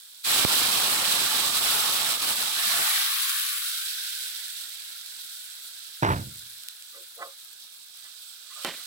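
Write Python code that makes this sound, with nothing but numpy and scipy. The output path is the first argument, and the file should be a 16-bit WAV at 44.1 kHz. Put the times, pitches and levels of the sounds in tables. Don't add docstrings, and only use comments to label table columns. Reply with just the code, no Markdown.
import sys
import numpy as np
from scipy import signal
from scipy.fft import rfft, irfft, next_fast_len
from scipy.io import wavfile

SR = 44100
rng = np.random.default_rng(int(sys.argv[2]) if len(sys.argv) > 2 else 0)


def log_audio(samples):
    frames = np.atleast_2d(samples).T
    limited = np.clip(frames, -1, 1)
    pcm = np.round(limited * 32767).astype(np.int16)
    wavfile.write(sys.argv[1], SR, pcm)


def convert_level_to_amplitude(level_db):
    exponent = np.asarray(level_db, float) / 20
    return 10 ** exponent


N = 390726
SIZE = next_fast_len(N + SR)
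HZ = np.maximum(np.arange(SIZE // 2 + 1) * SR / SIZE, 1)

# [f/Hz, left level/dB, right level/dB]
PORT_COLOURS = [(1500, -13, -47.5), (2330, -7, -6), (3110, -1.5, -0.5), (3840, -1.5, 3.5), (4420, -6, 0.5),
                (6790, -12.5, -7.5), (8060, -9.5, -0.5), (8760, -22.5, -1), (9160, -9.5, -13),
                (10010, 1, -15.5), (10780, 4, -13), (11170, -3, -22), (12400, -3, -11), (15000, -3, -13.5)]
# [f/Hz, share]
PORT_LIKENESS = [(60, 0.16), (300, 0.45), (750, 0.8), (1100, 0.12), (2200, 0.21), (5000, 0.1)]
# [t/s, left-right level/dB]
PHONE_TURN = [(.25, -4), (2.6, -4), (3.2, 0.5), (4.6, -5), (7.0, -3.5), (8.2, -6.5)]
LEFT_LAG_S = 0.00017

KITCHEN_T60_S, KITCHEN_DB = 0.07, -2

DROP_S, DROP_RISE_S, DROP_FALL_S = .45025, .0002, .0034
DROP_DB, PORT_VENT_HZ = -0.5, 109

# [t/s, level/dB]
BOWL_HITS = [(6.0245, -5), (6.031, -2.5), (6.049, -9), (6.064, -12), (6.082, -17), (6.1025, -8),
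             (6.114, -20), (6.16, -25), (6.195, -29)]
# [f/Hz, level/dB, t60/s]
COUNTER_MODES = [(72, -10, 0.25), (107.1, 2.5, 0.25), (145, -3, 0.2), (190, 8, .015), (228, -9, 0.14),
                 (275, -8, 0.16), (340, -7, 0.16), (389, -2, 0.14), (644, -10, 0.12), (892, 7, 0.066),
                 (1640, -1, .02), (2380, -6, 0.025), (3690, -7, 0.012)]
# [f/Hz, level/dB, t60/s]
BOWL_RATTLE = [(90, -6.5, .54), (170, -10, 0.33), (485, -9, 0.22), (900, 3, 0.17), (1400, -4.5, 0.18),
               (2400, -15, 0.15), (3800, -16, 0.13)]
RATTLE_LUMPS_DB, RATTLES_PER_S = 3, 120

# [t/s, length/s, level/dB, f/Hz, width of each of two resonances/Hz]
GURGLES = [(.9, 1.3, -47, 880, 70), (2.646, 0.12, -52.5, 214, 54), (2.62, .35, -46, 1800, 160),
           (2.91, 0.14, -58, 214, 54), (3.3, 1.0, -54, 1520, 120)]

# [t at the height/s, length/s, level/dB, most excited f/Hz, loss one octave away/dB]
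LADLE_STROKES = [(6.949, 0.071, -57.5, 1400, 27), (6.967, 0.14, -58.5, 450, 25),
                 (7.218, 0.14, -42.5, 580, 34), (7.217, 0.09, -45, 1130, 30), (7.221, 0.022, -42, 1110, 8),
                 (7.268, 0.15, -56, 1040, 60), (8.052, 0.078, -62.5, 1590, 6),
                 (8.513, 0.059, -56.5, 1290, 35.5), (8.58, 0.1, -54, 1240, 60), (8.583, 0.1, -55, 650, 120),
                 (8.666, 0.13, -57, 2900, 1), (8.776, 0.18, -64, 700, 57), (8.797, .14, -66, 1500, 20)]
# [f/Hz, level/dB, t60 when struck/s]
PAN_MODES = [(361, -14.5, 0.11), (470, -8.5, 0.1), (552.5, -6.5, 0.17), (642, -15, 0.11), (710, -10.5, 0.1),
             (826, -9, 0.068), (1069, -5, 0.11), (1215, 3.5, 0.022), (1345, -7, 0.071), (1493, -1.5, 0.046),
             (1730, 2, 0.063), (1980, 8, 0.06), (2310, 2, 0.09), (2710, 3, 0.061), (3070, 15, 0.1)]
# [f/Hz, level/dB, t60/s]
KNOCK_SPLASH = [(202, 8.5, 0.24), (560, 11.5, 0.23), (1400, 9.5, 0.29), (2600, 12.5, 0.41),
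                (3870, -2, 0.13)]
KNOCK_S, KNOCK_DB, SPLASH_DB, CRACK_DB = 8.648, -13.5, -22, -17
KNOCK_EVENS = 0.31
KNOCK_SCATTER_DB = 2.5
RISE_SHARE = 0.4
DRAG_DAMPS = .7
LADLE_CENTRED_S = 8.3

# [f/Hz, level/dB per Hz]
STEAM_COLOUR = [(25, -38.5), (50, -17.5), (90, -7), (200, -4.5), (600, -4.5), (1150, 1), (1400, -33)]
# [t/s, steam level/dB, lowest bubble f/Hz]
POUR = [(.232, -80, 1310), (.27, -44, 610), (.34, -41, 900), (.85, -41, 640), (1.8, -44, 640),
        (2.3, -44.5, 580), (2.42, -47.5, 616), (2.5, -49.5, 764), (2.66, -59, 630), (2.8, -45.5, 655),
        (2.95, -62.5, 665), (3.08, -64.5, 900), (3.3, -69.5, 1060), (3.9, -70, 1435), (5.3, -75, 1342),
        (8.86, -79, 1234)]
STEAM_FEELS_LULL = 1

# [f/Hz, level/dB]
BUBBLE_COLOUR = [(500, -18), (730, -8), (875, -7), (1025, -20.5), (1110, 3), (1290, 0), (1460, 1.5),
                 (1700, 2), (1920, -1), (2150, 1.5), (2600, -2)]
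FULL_DB = -25
BUBBLES_DB, BUBBLES_FOLLOW = -49, 1.318
COMMON_HZ, COMMON_FOLLOWS = 1043, 0.36
SURGE_S, SURGE_LENGTH_S, SURGE_DB, SURGE_HZ = 2.6, 0.97, 2, 1810

# [t/s, fizz level/dB]
HEAT = [(0, -48.5), (.232, -49.5), (.25, -28), (.31, -22.5), (.76, -25), (1.8, -25), (2.95, -26),
        (3.5, -30), (4.3, -36), (4.8, -41), (5.4, -43), (6.05, -43.5), (7.93, -49), (8.0, -46.5),
        (8.47, -46.5), (8.65, -39), (8.71, -42), (8.86, -41.5)]
# [t/s, depth in the fizz/dB, half length/s]
LULLS = [(1.302, 1.5, 0.1), (1.521, 4, 0.062), (1.605, 4, 0.036), (1.977, 2, 0.16), (2.186, 7, 0.068),
         (2.261, 4, 0.019), (2.358, 5.5, 0.06), (2.51, 4.5, 0.13)]
# [t/s, level/dB]
OIL_SPITS = [(4.351, -27), (5.013, -28), (5.062, -27), (5.501, -31), (6.636, -29), (6.686, -20),
             (6.824, -31)]
FIZZ_SPLITS_HZ = (3150, 6500, 9400)
LOW_FIZZ_THINS = 0.23

BASS_CUT_HZ, TOP_HZ = 34, 15850
LIMIT_DB, RELEASE_DB_PER_S = -9.5, 147.5


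def rms_one(x):
    return x / np.sqrt(np.mean(x ** 2) + 1e-20)


def in_time(rows):
    s, *columns = np.transpose(rows)
    return [np.interp(np.arange(N) / SR, s, c) for c in columns]


def at_hz(points, hz, axis=1):
    points = np.array(points)
    return np.interp(np.log(hz), np.log(points[:, 0]), points[:, axis])


def high_pass(x, order, hz):
    return signal.sosfilt(signal.butter(order, hz, "high", fs=SR, output="sos"), x)


def drift(rate):
    r = np.exp(-80 * np.pi * rate / SR)
    noise = rng.standard_normal(N // 40 + 2002)
    slow = signal.lfilter([1], [1, -2 * r, r * r], noise)[2000:]
    return np.interp(np.arange(N) / 40, np.arange(len(slow)), rms_one(slow))


def ring(force, hz, t60):
    r, w = convert_level_to_amplitude(-60 / (t60 * SR)), 2 * np.pi * hz / SR
    return signal.lfilter([0, np.sin(w)], [1, -2 * r * np.cos(w), r * r], force + 1e-18)


def clicks(per_s, spread_db):
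    sizes = convert_level_to_amplitude(spread_db * np.minimum(rng.exponential(1, N), 3.2))
    sizes = sizes * (rng.random(N) < per_s / SR)
    return rms_one(sizes * rng.choice([-1, 1], (2, N)))


def strike(hits, modes, scatter_db):
    at, hit_db = [round(s * SR) for s, db in hits], np.array(hits)[:, 1]
    out = np.zeros(N)
    chance = rng.standard_normal((len(hits), len(modes)))
    for k, (hz, db, t60) in enumerate(modes):
        force = np.zeros(N)
        force[at] = -convert_level_to_amplitude(hit_db + db - 21 + scatter_db * chance[:, k])
        out += ring(force, hz, t60)
    return out


def rattle(hits, bands):
    out, kicks = np.zeros(N), np.zeros(N)
    kicks[[round(s * SR) for s, db in hits]] = convert_level_to_amplitude(np.array(hits)[:, 1])
    lumps = convert_level_to_amplitude(RATTLE_LUMPS_DB * drift(RATTLES_PER_S) - 1)
    for hz, db, t60 in bands:
        dying = signal.lfilter([1], [1, -convert_level_to_amplitude(-60 / (t60 * SR))], kicks + 1e-18)
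        band = signal.butter(2, [hz / 1.6, hz * 1.6], "band", fs=SR, output="sos")
        noise = rms_one(signal.sosfilt(band, rng.standard_normal(N)))
        out += noise * dying * convert_level_to_amplitude(db - 22.5)
    return out * lumps


def to_ports(pair, gains=1):
    shared, opposed = rfft(pair, SIZE)
    alike = np.clip(at_hz(PORT_LIKENESS, HZ), 0, 1)
    both = np.sqrt(1 + alike) * shared + np.sqrt(1 - alike) * opposed * [[1], [-1]]
    late = np.exp(-2j * np.pi * np.maximum(HZ - 600, 0) * LEFT_LAG_S)
    return irfft(both * gains * [late, np.ones(len(HZ))], SIZE)[:, :N]


def placed(x, lag_s, pan_db):
    left = np.interp(np.arange(N) - lag_s * SR, np.arange(N), x)
    return np.array([left * convert_level_to_amplitude(pan_db / 2), x * convert_level_to_amplitude(-pan_db / 2)])


def kitchen(x):
    t60 = KITCHEN_T60_S * np.minimum(1, (400 / HZ) ** 0.072)
    echo = np.zeros((2, len(HZ)), complex)
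    for k, lag in enumerate(rng.uniform(.011, .037, 16)):
        loop = convert_level_to_amplitude(-60 * lag / t60) * np.exp(-2j * np.pi * HZ * lag)
        echo[k % 2] += (-1) ** (k // 2) * loop / (1 - loop)
    return irfft(rfft(x, SIZE) * echo, SIZE)[:, :N] / np.sqrt(8)


def oil_drop():
    t = np.arange(N) / SR - DROP_S
    shove = -convert_level_to_amplitude(DROP_DB) * np.exp(-np.abs(t) / DROP_FALL_S) * np.clip(t / DROP_RISE_S, 0, 1)
    return high_pass(shove, 2, PORT_VENT_HZ) * [[0], [1]]


def bowl():
    thud = strike(BOWL_HITS, COUNTER_MODES, scatter_db=3.0) + rattle(BOWL_HITS, BOWL_RATTLE)
    return high_pass(thud, 7, 66)


def gurgles():
    t, out = np.arange(N) / SR, 0
    for s, length, db, hz, width_hz in GURGLES:
        held = convert_level_to_amplitude(db) * np.clip(np.minimum((t - s) / 0.022, (s + length - t) / .012), 0, 1)
        t60 = np.log(1000) / (np.pi * width_hz)
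        lumpy = rng.standard_normal(N) * convert_level_to_amplitude(1.8 * drift(30) + 2.5 * drift(6))
        out = out + held * rms_one(ring(ring(lumpy, hz, t60), hz, t60))
    return out


def ladle_knock():
    struck = [(hz, KNOCK_EVENS * db, t60) for hz, db, t60 in PAN_MODES]
    blow = strike([(KNOCK_S, KNOCK_DB)], struck, scatter_db=KNOCK_SCATTER_DB)
    return blow + rattle([(KNOCK_S, SPLASH_DB)], KNOCK_SPLASH)


def ladle_scrape():
    t, out, swells = np.arange(N) / SR, np.zeros(N), []
    for s, length, *colour in LADLE_STROKES:
        rise = 1 + (t - s) / (RISE_SHARE * length)
        fall = 1 - (t - s) / ((1 - RISE_SHARE) * length)
        swells.append(np.clip(np.minimum(rise, fall), 0, 1))
    slips = clicks(per_s=3100.0, spread_db=4.0)
    stroke_db, centre_hz, off_db = np.transpose(LADLE_STROKES)[2:]
    for k, (hz, db, t60) in enumerate(PAN_MODES):
        contact = rms_one(ring(slips[k % 2], hz, 0.04))
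        force = convert_level_to_amplitude(stroke_db - off_db * np.log2(hz / centre_hz) ** 2) @ np.array(swells)
        gain = convert_level_to_amplitude(db - 58.5) / np.sqrt(t60) / np.sqrt(np.sin(2 * np.pi * hz / SR))
        out += ring(contact * force, hz, DRAG_DAMPS * t60) * gain
    return out


def ladle():
    return high_pass(ladle_knock() + ladle_scrape(), 4, 170)


def steam_rush(level_db):
    lumps = convert_level_to_amplitude([2.0 * drift(53), 2.0 * drift(4.9)])
    low = to_ports(rng.standard_normal((2, N)) * lumps, convert_level_to_amplitude(at_hz(STEAM_COLOUR, HZ)))
    return low / np.std(low.mean(axis=0)) * convert_level_to_amplitude(level_db + 2.5)


def bubbles(level_db, lowest_hz, common_hz, cycles=27.0, edge_db=67.0, crowd_db=3.0, patchy_db=1.9):
    out = np.zeros((2, N))
    calm = np.clip((-26 - level_db) / 25, 0, 1.5)
    for hz in np.geomspace(480, 2700, 24):
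        under = np.minimum(np.log2(hz / lowest_hz), 0)
        crowd = calm * np.exp(-(np.log2(hz / common_hz) / .16) ** 2)
        colour_db = at_hz(BUBBLE_COLOUR, hz)
        gain = convert_level_to_amplitude(colour_db + edge_db * under + crowd_db * crowd + patchy_db * drift(4.2))
        born = rng.standard_normal((2, N)) * (rng.random((2, N)) < 500 / SR)
        out += rms_one(ring(ring(born, hz, cycles / hz), hz, cycles / hz)) * gain
    return to_ports(out) * convert_level_to_amplitude(level_db)


def vigour():
    t, (heat_db,) = np.arange(N) / SR, in_time(HEAT)
    dip_db = sum(depth_db * np.clip(1 - np.abs(t - s) / half, 0, 1) for s, depth_db, half in LULLS)
    return heat_db - dip_db, dip_db


def spits(colour):
    single = np.zeros((2, N))
    for s, db in OIL_SPITS + [(KNOCK_S, CRACK_DB)]:
        single[0, round(s * SR)] = convert_level_to_amplitude(db)
    return to_ports(single, colour / np.mean(colour[:, HZ < TOP_HZ]) * convert_level_to_amplitude(10.5))


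def fizz(level_db):
    colour = convert_level_to_amplitude([at_hz(PORT_COLOURS, HZ, axis=1), at_hz(PORT_COLOURS, HZ, axis=2)])
    colour = colour * np.minimum(HZ / 1500, 1) ** 3
    share = np.clip(.15 - 0.01 * (level_db + 18.5), 0, .9)
    crackle = rms_one(signal.lfilter([1, -.9], [1], clicks(per_s=700, spread_db=8.5)))
    bursts = np.sqrt(1 - share ** 2) * rng.standard_normal((2, N)) + share * crackle
    flicker_db = 0.4 * drift(9.0) + 0.67 * drift(43.2)
    spectrum = rfft(to_ports(bursts * convert_level_to_amplitude(flicker_db), colour), SIZE)
    part = np.searchsorted(FIZZ_SPLITS_HZ, HZ)
    own_db = [0.53 * drift(3.8) + .5 * drift(30) for k in range(4)]
    own_db[0] += LOW_FIZZ_THINS * (level_db - FULL_DB)
    sound = sum(irfft(spectrum * (part == k), SIZE)[:, :N] * convert_level_to_amplitude(db) for k, db in enumerate(own_db))
    return sound / np.std(sound.mean(axis=0)) * convert_level_to_amplitude(level_db) + spits(colour)


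def scene():
    fizz_db, dip_db = vigour()
    steam_db, lowest_hz = in_time(POUR)
    surge_end_s = SURGE_S + SURGE_LENGTH_S
    surge, = in_time([(SURGE_S - .05, 0), (SURGE_S, 1), (SURGE_S + SURGE_LENGTH_S / 2, 1), (surge_end_s, 0)])
    bubble_db = BUBBLES_DB + BUBBLES_FOLLOW * (fizz_db - FULL_DB) + SURGE_DB * surge
    common_hz = (1 - surge) * (COMMON_HZ + COMMON_FOLLOWS * lowest_hz) + surge * SURGE_HZ
    turn_db, = in_time(PHONE_TURN)

    thud = bowl()
    in_pan = ladle() + gurgles() * convert_level_to_amplitude(-dip_db)
    pan_lag_s = LEFT_LAG_S * (np.arange(N) < LADLE_CENTRED_S * SR)
    solid = placed(thud, 0.00035, pan_db=-3.0) + placed(in_pan, pan_lag_s, pan_db=-3.5)
    echo = convert_level_to_amplitude(KITCHEN_DB) * kitchen(thud + in_pan)

    steam = steam_rush(steam_db - STEAM_FEELS_LULL * dip_db)
    boil = bubbles(bubble_db, lowest_hz, common_hz)
    hiss = fizz(fizz_db) * convert_level_to_amplitude([turn_db / 2, -turn_db / 2])
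    return echo + oil_drop() + solid + steam + boil + hiss


def band_limit(x):
    return signal.sosfilt(signal.butter(12, 17040, fs=SR, output="sos"), x)


def record(dry):
    dry = high_pass(dry, 2, BASS_CUT_HZ)
    dry = signal.sosfilt(signal.ellip(12, .3, 60, TOP_HZ, fs=SR, output="sos"), dry)
    over_db = np.maximum(20 * np.log10(np.abs(dry).max(axis=0) + 1e-9) - LIMIT_DB, 0)
    ramp_db = RELEASE_DB_PER_S * np.arange(N) / SR
    held_db = np.maximum.accumulate(over_db + ramp_db) - ramp_db
    duck_db = signal.lfilter([.02], [1, -.98], held_db)
    return band_limit(dry * convert_level_to_amplitude(-duck_db))


dry = scene()
out = record(dry)
log_audio(out)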